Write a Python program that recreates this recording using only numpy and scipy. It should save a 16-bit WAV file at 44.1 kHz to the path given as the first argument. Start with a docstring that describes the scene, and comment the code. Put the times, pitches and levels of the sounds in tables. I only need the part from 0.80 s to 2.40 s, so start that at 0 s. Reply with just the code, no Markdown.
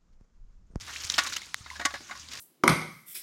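"""Fish tipped from a bucket

Small wet fish slide out of a metal bucket and slap onto a net beside a pond.
The bucket knocks as it is shaken empty, and the hand holding it keeps the ringing short.
Bubbles pop, droplets tick and the fish wriggle on the wet mesh.
Behind it all are a soft outdoor hiss and a low wavering hum."""
import sys
import numpy as np
from scipy import signal
from scipy.io import wavfile

SR = 44100
rng = np.random.default_rng(int(sys.argv[2]) if len(sys.argv) > 2 else 0)


def wav_out(sig):
    """Save sig, one row per channel (or a flat mono array), as 16-bit PCM at SR to the path in sys.argv[1]."""
    wavfile.write(sys.argv[1], SR, np.round(np.clip(np.atleast_2d(sig).T, -1, 1) * 32767).astype(np.int16))


N = 70560
TIME = np.arange(N) / SR
EDGES = 22 * 2 ** (np.arange(30) / 3)  # Hz, three bands to the octave
CENTRES, WIDTHS = np.sqrt(EDGES[1:] * EDGES[:-1]), np.diff(EDGES)


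def from_db(db):
    """Turn decibels into a gain to multiply by."""
    return 10 ** (np.asarray(db) / 20)


def rms_one(x):
    """Scale a signal to an average power of 1."""
    return x / np.sqrt(np.mean(x ** 2) + 1e-20)


def in_time(rows):
    """Join (time, level) points into a gain for every sample."""
    return from_db(np.interp(TIME, *np.transpose(rows)))


def at_hz(points, hz):
    """Read a level between (frequency, level) points, with octaves evenly spaced."""
    freqs, levels = np.transpose(points)
    return np.interp(np.log(hz), np.log(freqs), levels)


def drift(rate):
    """A smooth random wobble of about 1 either way; a higher rate (Hz) wobbles faster."""
    r = np.exp(-20 * np.pi * rate / SR)
    slow = signal.lfilter([1], [1, -2 * r, r * r], rng.standard_normal(N // 10 + 4002))[4000:]
    return np.interp(np.arange(N) / 10, np.arange(len(slow)), rms_one(slow))


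def noise_bands():
    """Noise split into equally strong bands, from low to high."""
    white = rng.standard_normal((2, N + SR // 2))
    bands = []
    for k in range(len(CENTRES)):
        band_pass = signal.butter(2, EDGES[k:k + 2], "band", fs=SR, output="sos")
        bands.append(rms_one(signal.sosfilt(band_pass, white[k % 2])[-N:]))
    return np.array(bands)


def band_gains(db_per_hz):
    """Share a total power of 1 among the bands to give noise a tone colour."""
    gain = from_db(db_per_hz) * np.sqrt(WIDTHS)
    return gain / np.linalg.norm(gain)


def fade(age, t60):
    """Die away from age zero; the fade time t60 is the seconds it takes to drop 60 dB."""
    return np.exp(-np.log(1000) * np.clip(age / t60, 0, 10))


def burst(start, swell, t60):
    """A loudness shape that swells, then fades."""
    return np.clip((TIME - start) / swell, 0, 1) * fade(TIME - start - swell, t60)


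def ring(clicks, hz, t60):
    """Each click starts a fading tone as strong as itself."""
    r, w = np.exp(-np.log(1000) / (t60 * SR)), 2 * np.pi * hz / SR
    return signal.lfilter([0, np.sin(w)], [1, -2 * r * np.cos(w), r * r], clicks + 1e-18)


# Tone colour of the outdoor hiss: f/Hz, relative level/dB
HISS_COLOUR = [(25, -4.5), (70, 9), (150, 4), (300, -1), (550, -12), (1100, 0.5), (2000, -3), (4000, 2.5),
               (6200, 0), (8000, -9.5), (10000, -13), (12500, -40), (16000, -22)]
# How loud the hum is over time: t/s, level/dB
HUM_LEVELS = [(0, -66), (.12, -59.5), (.42, -56.5), (.55, -73), (.72, -97), (.85, -63), (.91, -55.5),
              (1.14, -56), (1.32, -82), (1.44, -56), (1.6, -67)]


def outdoors(hiss_db=-53.5, flicker_db=3.7, hum_hz=74, waver=0.027, flutter_db=1):
    """A soft flickering hiss, and a low hum that wavers in pitch and loudness."""
    gains = band_gains(at_hz(HISS_COLOUR, CENTRES))
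    hiss = sum(g * band * from_db(flicker_db * drift(13)) for g, band in zip(gains, noise_bands()))
    pitch = hum_hz * (1 + waver * drift(8.8))
    hum = np.sqrt(2) * np.sin(2 * np.pi * np.cumsum(pitch) / SR)
    return from_db(hiss_db) * hiss + in_time(HUM_LEVELS) * hum * from_db(flutter_db * drift(18))


# Tone colour of wet skin, sliding or slapping: f/Hz, relative level/dB
WET_TONE = [(100, -16), (300, -4), (520, -27), (850, -11.5), (1200, 0), (2100, 2), (4000, -0.5), (6200, 2),
            (8000, -10.5), (12000, -15), (16000, -23)]
# How loudly fish and water slide, which the spatter follows too: t/s, level/dB
SLIDE_LEVELS = [(0, -51.5), (.06, -48), (.15, -42.5), (.19, -45.5), (.225, -41), (.29, -45.5), (.33, -39.5),
                (.43, -38), (.5, -44.5), (.58, -43), (.61, -49), (.69, -52), (.76, -63), (.85, -62),
                (.93, -51.5), (1.12, -51), (1.25, -54), (1.41, -52), (1.47, -58.5), (1.505, -51),
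                (1.54, -42.5), (1.6, -43.5)]


def sliding(pops_per_s=1600, ring_cycles=14.5, spread_db=3.5, flicker_db=3):
    """Tiny bubbles and films of water pop between the sliding fish, over a wet rustle."""
    sizes = from_db(spread_db * np.minimum(rng.exponential(1, N), 4)) * rng.choice([-1, 1], N)
    clicks = sizes * (rng.random(N) < pops_per_s / SR)
    pitches = np.geomspace(1100, 10000, 28)
    chosen = rng.integers(0, len(pitches), N)  # each pop gets a random pitch
    pops = sum(from_db(at_hz(WET_TONE, hz)) * hz * ring(clicks * (chosen == k), hz, ring_cycles / hz)
               for k, hz in enumerate(pitches))
    shared_flicker = 0.79 * drift(89)
    rustle = sum(g * band * from_db(flicker_db * (shared_flicker + drift(44)))
                 for g, band in zip(band_gains(at_hz(WET_TONE, CENTRES)), noise_bands()))
    return from_db(-3.5) * in_time(SLIDE_LEVELS) * (rms_one(pops) + rms_one(rustle))


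# Larger droplets flicked onto the mesh: t/s, level/dB, f/Hz
BIG_DROPLETS = [(0.2448, -23, 6500), (0.2505, -24, 7500), (0.268, -29, 8000), (0.321, -24, 7200),
                (0.4385, -26, 8500), (0.465, -24, 5500), (0.5375, -25, 6000), (0.5688, -17, 6000),
                (0.660, -33, 7000)]


def spatter(drops_per_s=110, fine_db=-8, range_hz=(2450, 7000), fade_s=.002):
    """Fine droplets tick on the mesh while the fish move; a few larger ones stand out."""
    clicks = rng.uniform(.2, 1, N) * rng.choice([-1, 1], N) * (rng.random(N) < drops_per_s / SR)
    bright = signal.butter(2, range_hz, "band", fs=SR, output="sos")
    fine = from_db(fine_db) * in_time(SLIDE_LEVELS) * rms_one(signal.sosfilt(bright, clicks + 1e-18))
    big = sum(from_db(db) * (TIME >= t) * fade(TIME - t, fade_s) * np.cos(2 * np.pi * hz * (TIME - t))
              for t, db, hz in BIG_DROPLETS)
    return fine + big


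# Fish hitting the net and each other:
# t/s, level/dB, swell/s, fade/s, centre f/Hz, level change away from the centre/dB
FISH_SLAPS = [(0.006, -39.5, 0.0045, 0.078, 4920, -10), (0.133, -40.5, 0.0049, 0.081, 3520, -6),
              (0.2, -38, 0.0045, 0.075, 5100, -11), (0.235, -34, 0.0022, .025, 4800, -19),
              (0.2447, -29.5, 0.00037, 0.01, 7000, -5), (0.2484, -32.5, .001, .035, 6500, -8.5),
              (0.267, -38, 0.0023, 0.02, 7000, -6), (0.2973, -21, 0.0033, 0.012, 4840, -12),
              (0.303, -37, 0.0011, 0.14, 5200, -3), (0.318, -35.5, 0.0022, 0.037, 6500, -14),
              (0.339, -26.5, 0.0026, 0.027, 3600, -12.5), (0.364, -37.5, 0.0037, 0.035, 3300, -11),
              (0.435, -35.5, 0.0017, .05, 6500, -18), (0.47, -31, 0.0034, 0.043, 5460, -3),
              (0.497, -36.5, 0.0017, 0.068, 3500, 2), (0.522, -33, .002, 0.037, 2000, 1),
              (0.529, -31, 0.0053, 0.052, 4540, -10.5), (0.552, -38, .001, 0.037, 3930, -25),
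              (0.560, -27.5, 0.0074, 0.026, 3380, -1.5), (0.6176, -37.5, 0.00044, 0.023, 2700, -2),
              (0.902, -44, .001, 0.052, 4270, -1), (1.052, -23.5, 0.0035, 0.047, 7800, -21),
              (1.3748, -40, .001, 0.01, 6000, -10), (1.395, -44.5, 0.0033, 0.2, 6150, -18),
              (1.484, -42, 0.0031, 0.035, 4500, -9), (1.514, -39.5, 0.0021, 0.071, 3500, -5),
              (1.53, -36.5, 0.0062, 0.032, 3240, -5.5)]


def slaps(width_octaves=0.42, rough_db=2.5):
    """Wet skin lands and peels off: a crackling burst of noise shaped around one broad pitch."""
    noise, out = noise_bands(), np.zeros(N)
    crackle = from_db(rough_db * drift(660))
    for start, db, swell, t60, hz, sides_db in FISH_SLAPS:
        hump = np.exp(-.5 * (np.log2(CENTRES / hz) / width_octaves) ** 2)
        gains = band_gains(at_hz(WET_TONE, CENTRES) + sides_db * (1 - hump))
        shape = burst(start, swell, t60)
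        slap = shape * crackle * (gains @ noise)
        out += from_db(db) * slap * np.linalg.norm(shape) / np.linalg.norm(slap)
    return out


# Dull bumps: t/s, level/dB, f/Hz, fade/s
DULL_BUMPS = [(0.022, -44.5, 97, .09), (0.246, -38.5, 81, 0.056), (0.299, -46, 168, .03),
              (0.381, -33, 310, .055), (0.995, -43, 280, .05), (0.807, -39.5, 88, 0.055)]


def bumps(swell_s=0.0038):
    """Soft thumps, each a low tone that is gone after a few swings."""
    return sum(from_db(db) * burst(t, swell_s, t60) * np.sin(2 * np.pi * hz * (TIME - t))
               for t, db, hz, t60 in DULL_BUMPS)


# Knocks on the bucket, with levels before the next two tables shape them:
# t/s, thud/dB, clatter/dB, crack/dB, ring/dB, contact/s, crack's fade/s, struck spot's f/Hz
BUCKET_KNOCKS = [(0.076, -53, -40, -46, -50, .004, 0.098, 1110),
                 (0.092, -59, -37.5, -50, -49.5, 0.0036, 0.089, 1250),
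                 (0.3803, -31.5, -17.5, -15.5, -27.5, 0.0068, 0.066, 2090),
                 (0.416, -80, -41, -47, -41.5, .012, 0.082, 1200),
                 (0.445, -63, -29, -59, -44.5, 0.011, 0.062, 1100),
                 (0.464, -46, -42, -30, -43.5, .005, 0.037, 1060),
                 (0.860, -50, -37, -55, -51, 0.0022, 0.056, 1250),
                 (0.954, -59, -41, -48, -48.5, 0.0027, .06, 1700),
                 (0.995, -38.5, -30.5, -36.5, -41.5, 0.0057, 0.065, 690),
                 (1.012, -36.5, -49, -40, -40.5, 0.0048, 0.053, 1940),
                 (1.0504, -32.5, -25, -21.5, -26.5, 0.0061, 0.044, 1180),
                 (1.1046, -48, -36, -41, -47, 0.0018, .06, 1470),
                 (1.138, -38, -30.5, -35.5, -45, 0.0027, 0.065, 1700),
                 (1.151, -50, -46, -44, -50, .002, 0.078, 1720),
                 (1.205, -43.5, -47, -59, -65, 0.0027, 0.092, 690),
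                 (1.289, -73, -54, -66, -47, .004, .07, 1100),
                 (1.309, -49.5, -31, -41, -43, 0.0051, 0.068, 1560),
                 (1.349, -69, -53, -60, -48.5, 0.0034, 0.054, 1110)]
# Tone colour of a knock's noise: f/Hz, relative level/dB
KNOCK_TONE = [(60, -7), (150, -4.5), (300, 6), (470, -3), (750, 1.5), (1100, -2), (2000, 0.5), (2700, -6.5),
              (4000, -2.5), (6200, -8.5), (8500, -21), (12000, -28.5), (16000, -33)]
# Tones the bucket wall rings with: f/Hz, relative level/dB, fade/s
WALL_TONES = [(315, -21, .045), (568, -17, 0.12), (702.4, -15, 0.11), (850, -15.5, 0.11),
              (1061.4, -9, 0.069), (1128.6, -6.5, 0.11), (1250, -17.5, 0.1), (1454, -4.5, 0.16),
              (1604, -3.5, 0.054), (1709, -5.5, 0.11), (1866, -7, 0.12), (1983, -6, 0.049),
              (2090, -6.5, 0.099), (2269, -3.5, 0.062), (2930, -11, .06), (3455, -16, 0.075),
              (3754, -5, 0.057), (6980, -5.5, 0.027)]


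def bucket_knocks(swell_s=.002, spread_db=3, spot_boost_db=8.5, spot_octaves=0.076):
    """Thin metal clatters, then the wall rings on, with a boost near the struck spot's pitch."""
    noise, out = noise_bands(), np.zeros(N)
    colour = band_gains(at_hz(KNOCK_TONE, CENTRES))
    zones = np.log([445, 1230, 3800])  # thud, clatter and crack, in Hz
    fade_scale = np.interp(np.log(CENTRES), zones, [0.79, 1.45, 1.0])[:, None]  # clatter lasts longest
    for start, thud_db, clatter_db, crack_db, ring_db, contact, t60, spot_hz in BUCKET_KNOCKS:
        span = slice(int(start * SR), int(start * SR) + SR // 4)
        age = TIME[span] - TIME[span][0]
        gains = colour * from_db(np.interp(np.log(CENTRES), zones, [thud_db, clatter_db, crack_db]))
        clatter = gains @ (noise[:, span] * fade(age - swell_s - contact, t60 * fade_scale))
        out[span] += np.minimum(age / swell_s, 1) * clatter
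        chance = rng.standard_normal((len(WALL_TONES), 2))
        for (hz, db, tone_t60), (strength, phase) in zip(WALL_TONES, chance):
            build_s = min(10 / hz, 0.0095)  # a tone builds up over ten swings at most
            shape = np.minimum(age / build_s, 1) * fade(age - build_s, tone_t60)
            boost_db = spot_boost_db * np.exp(-.5 * (np.log2(hz / spot_hz) / spot_octaves) ** 2)
            tone = shape * np.sin(2 * np.pi * (hz * age + phase))
            out[span] += from_db(ring_db + db + boost_db + spread_db * strength) * tone
    return out


# Bubbles and air pockets popping under the fish:
# t/s, level/dB, starting f/Hz, swell/s, fade/s, pitch rise/(octaves per s)
BUBBLE_POPS = [(0.077, -39.5, 1157, 0.0026, 0.03, 4.4), (0.160, -28.5, 1890, 0.0013, 0.036, 138),
               (0.299, -22, 5900, .001, 0.011, 5), (0.2998, -19, 3750, .001, .008, 23),
               (0.341, -24.5, 2910, 0.0011, .015, 82), (0.3805, -24, 690, 0.0019, .02, 15),
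               (0.4885, -29, 3800, 0.0011, .015, 30), (0.523, -32, 1404, .002, 0.031, 3.3),
               (0.565, -27, 2783, 0.0015, 0.034, 18), (0.6185, -35, 2100, 0.0011, .03, 5),
               (0.902, -27.5, 2045, 0.00073, 0.015, 8), (0.911, -35, 1000, 0.0036, 0.028, 3),
               (0.931, -39.5, 1036, .004, .035, 3), (0.998, -39.5, 684, 0.0045, 0.11, 1.6),
               (1.139, -36, 553, 0.0024, .06, 1.3), (1.294, -38, 1057, 0.0037, .045, 1),
               (1.307, -40, 694, 0.0044, 0.023, 11)]


def bubbles():
    """Each bubble rings briefly while its pitch rises, by two octaves at most."""
    out = np.zeros(N)
    for start, db, hz, swell, t60, rise in BUBBLE_POPS:
        pitch = hz * 2 ** np.minimum(rise * np.clip(TIME - start, 0, t60), 2)
        tone = np.sin(2 * np.pi * np.cumsum(pitch * (TIME > start)) / SR)
        out += from_db(db) * burst(start, swell, t60) * tone
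    return out


# Tones in one sharp tick close by: f/Hz, level before the low cut/dB, fade/s
TICK_TONES = [(2030, -13.5, 0.0049), (1200, -42, 0.0018), (3850, -12.5, 0.0016), (6500, -17, 0.0012)]


def tick(start_s=.744, low_cut_hz=960):
    """A single thin, dry click that dies within a few thousandths of a second."""
    click = np.zeros(N)
    click[int(start_s * SR)] = 1
    tones = sum(from_db(db) * ring(click, hz, t60) for hz, db, t60 in TICK_TONES)
    return signal.sosfilt(signal.butter(4, low_cut_hz, "high", fs=SR, output="sos"), tones)


def scene():
    """All the sounds in one channel, close by in the open air, with no echo."""
    mix = bucket_knocks() + slaps() + bubbles() + tick() + sliding() + spatter() + bumps() + outdoors()
    return mix[None]


def record(dry):
    """Cut away the highest treble, above 16000 Hz."""
    return signal.sosfilt(signal.ellip(10, .2, 80, 16000, fs=SR, output="sos"), dry)


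dry = scene()
out = record(dry)
wav_out(out)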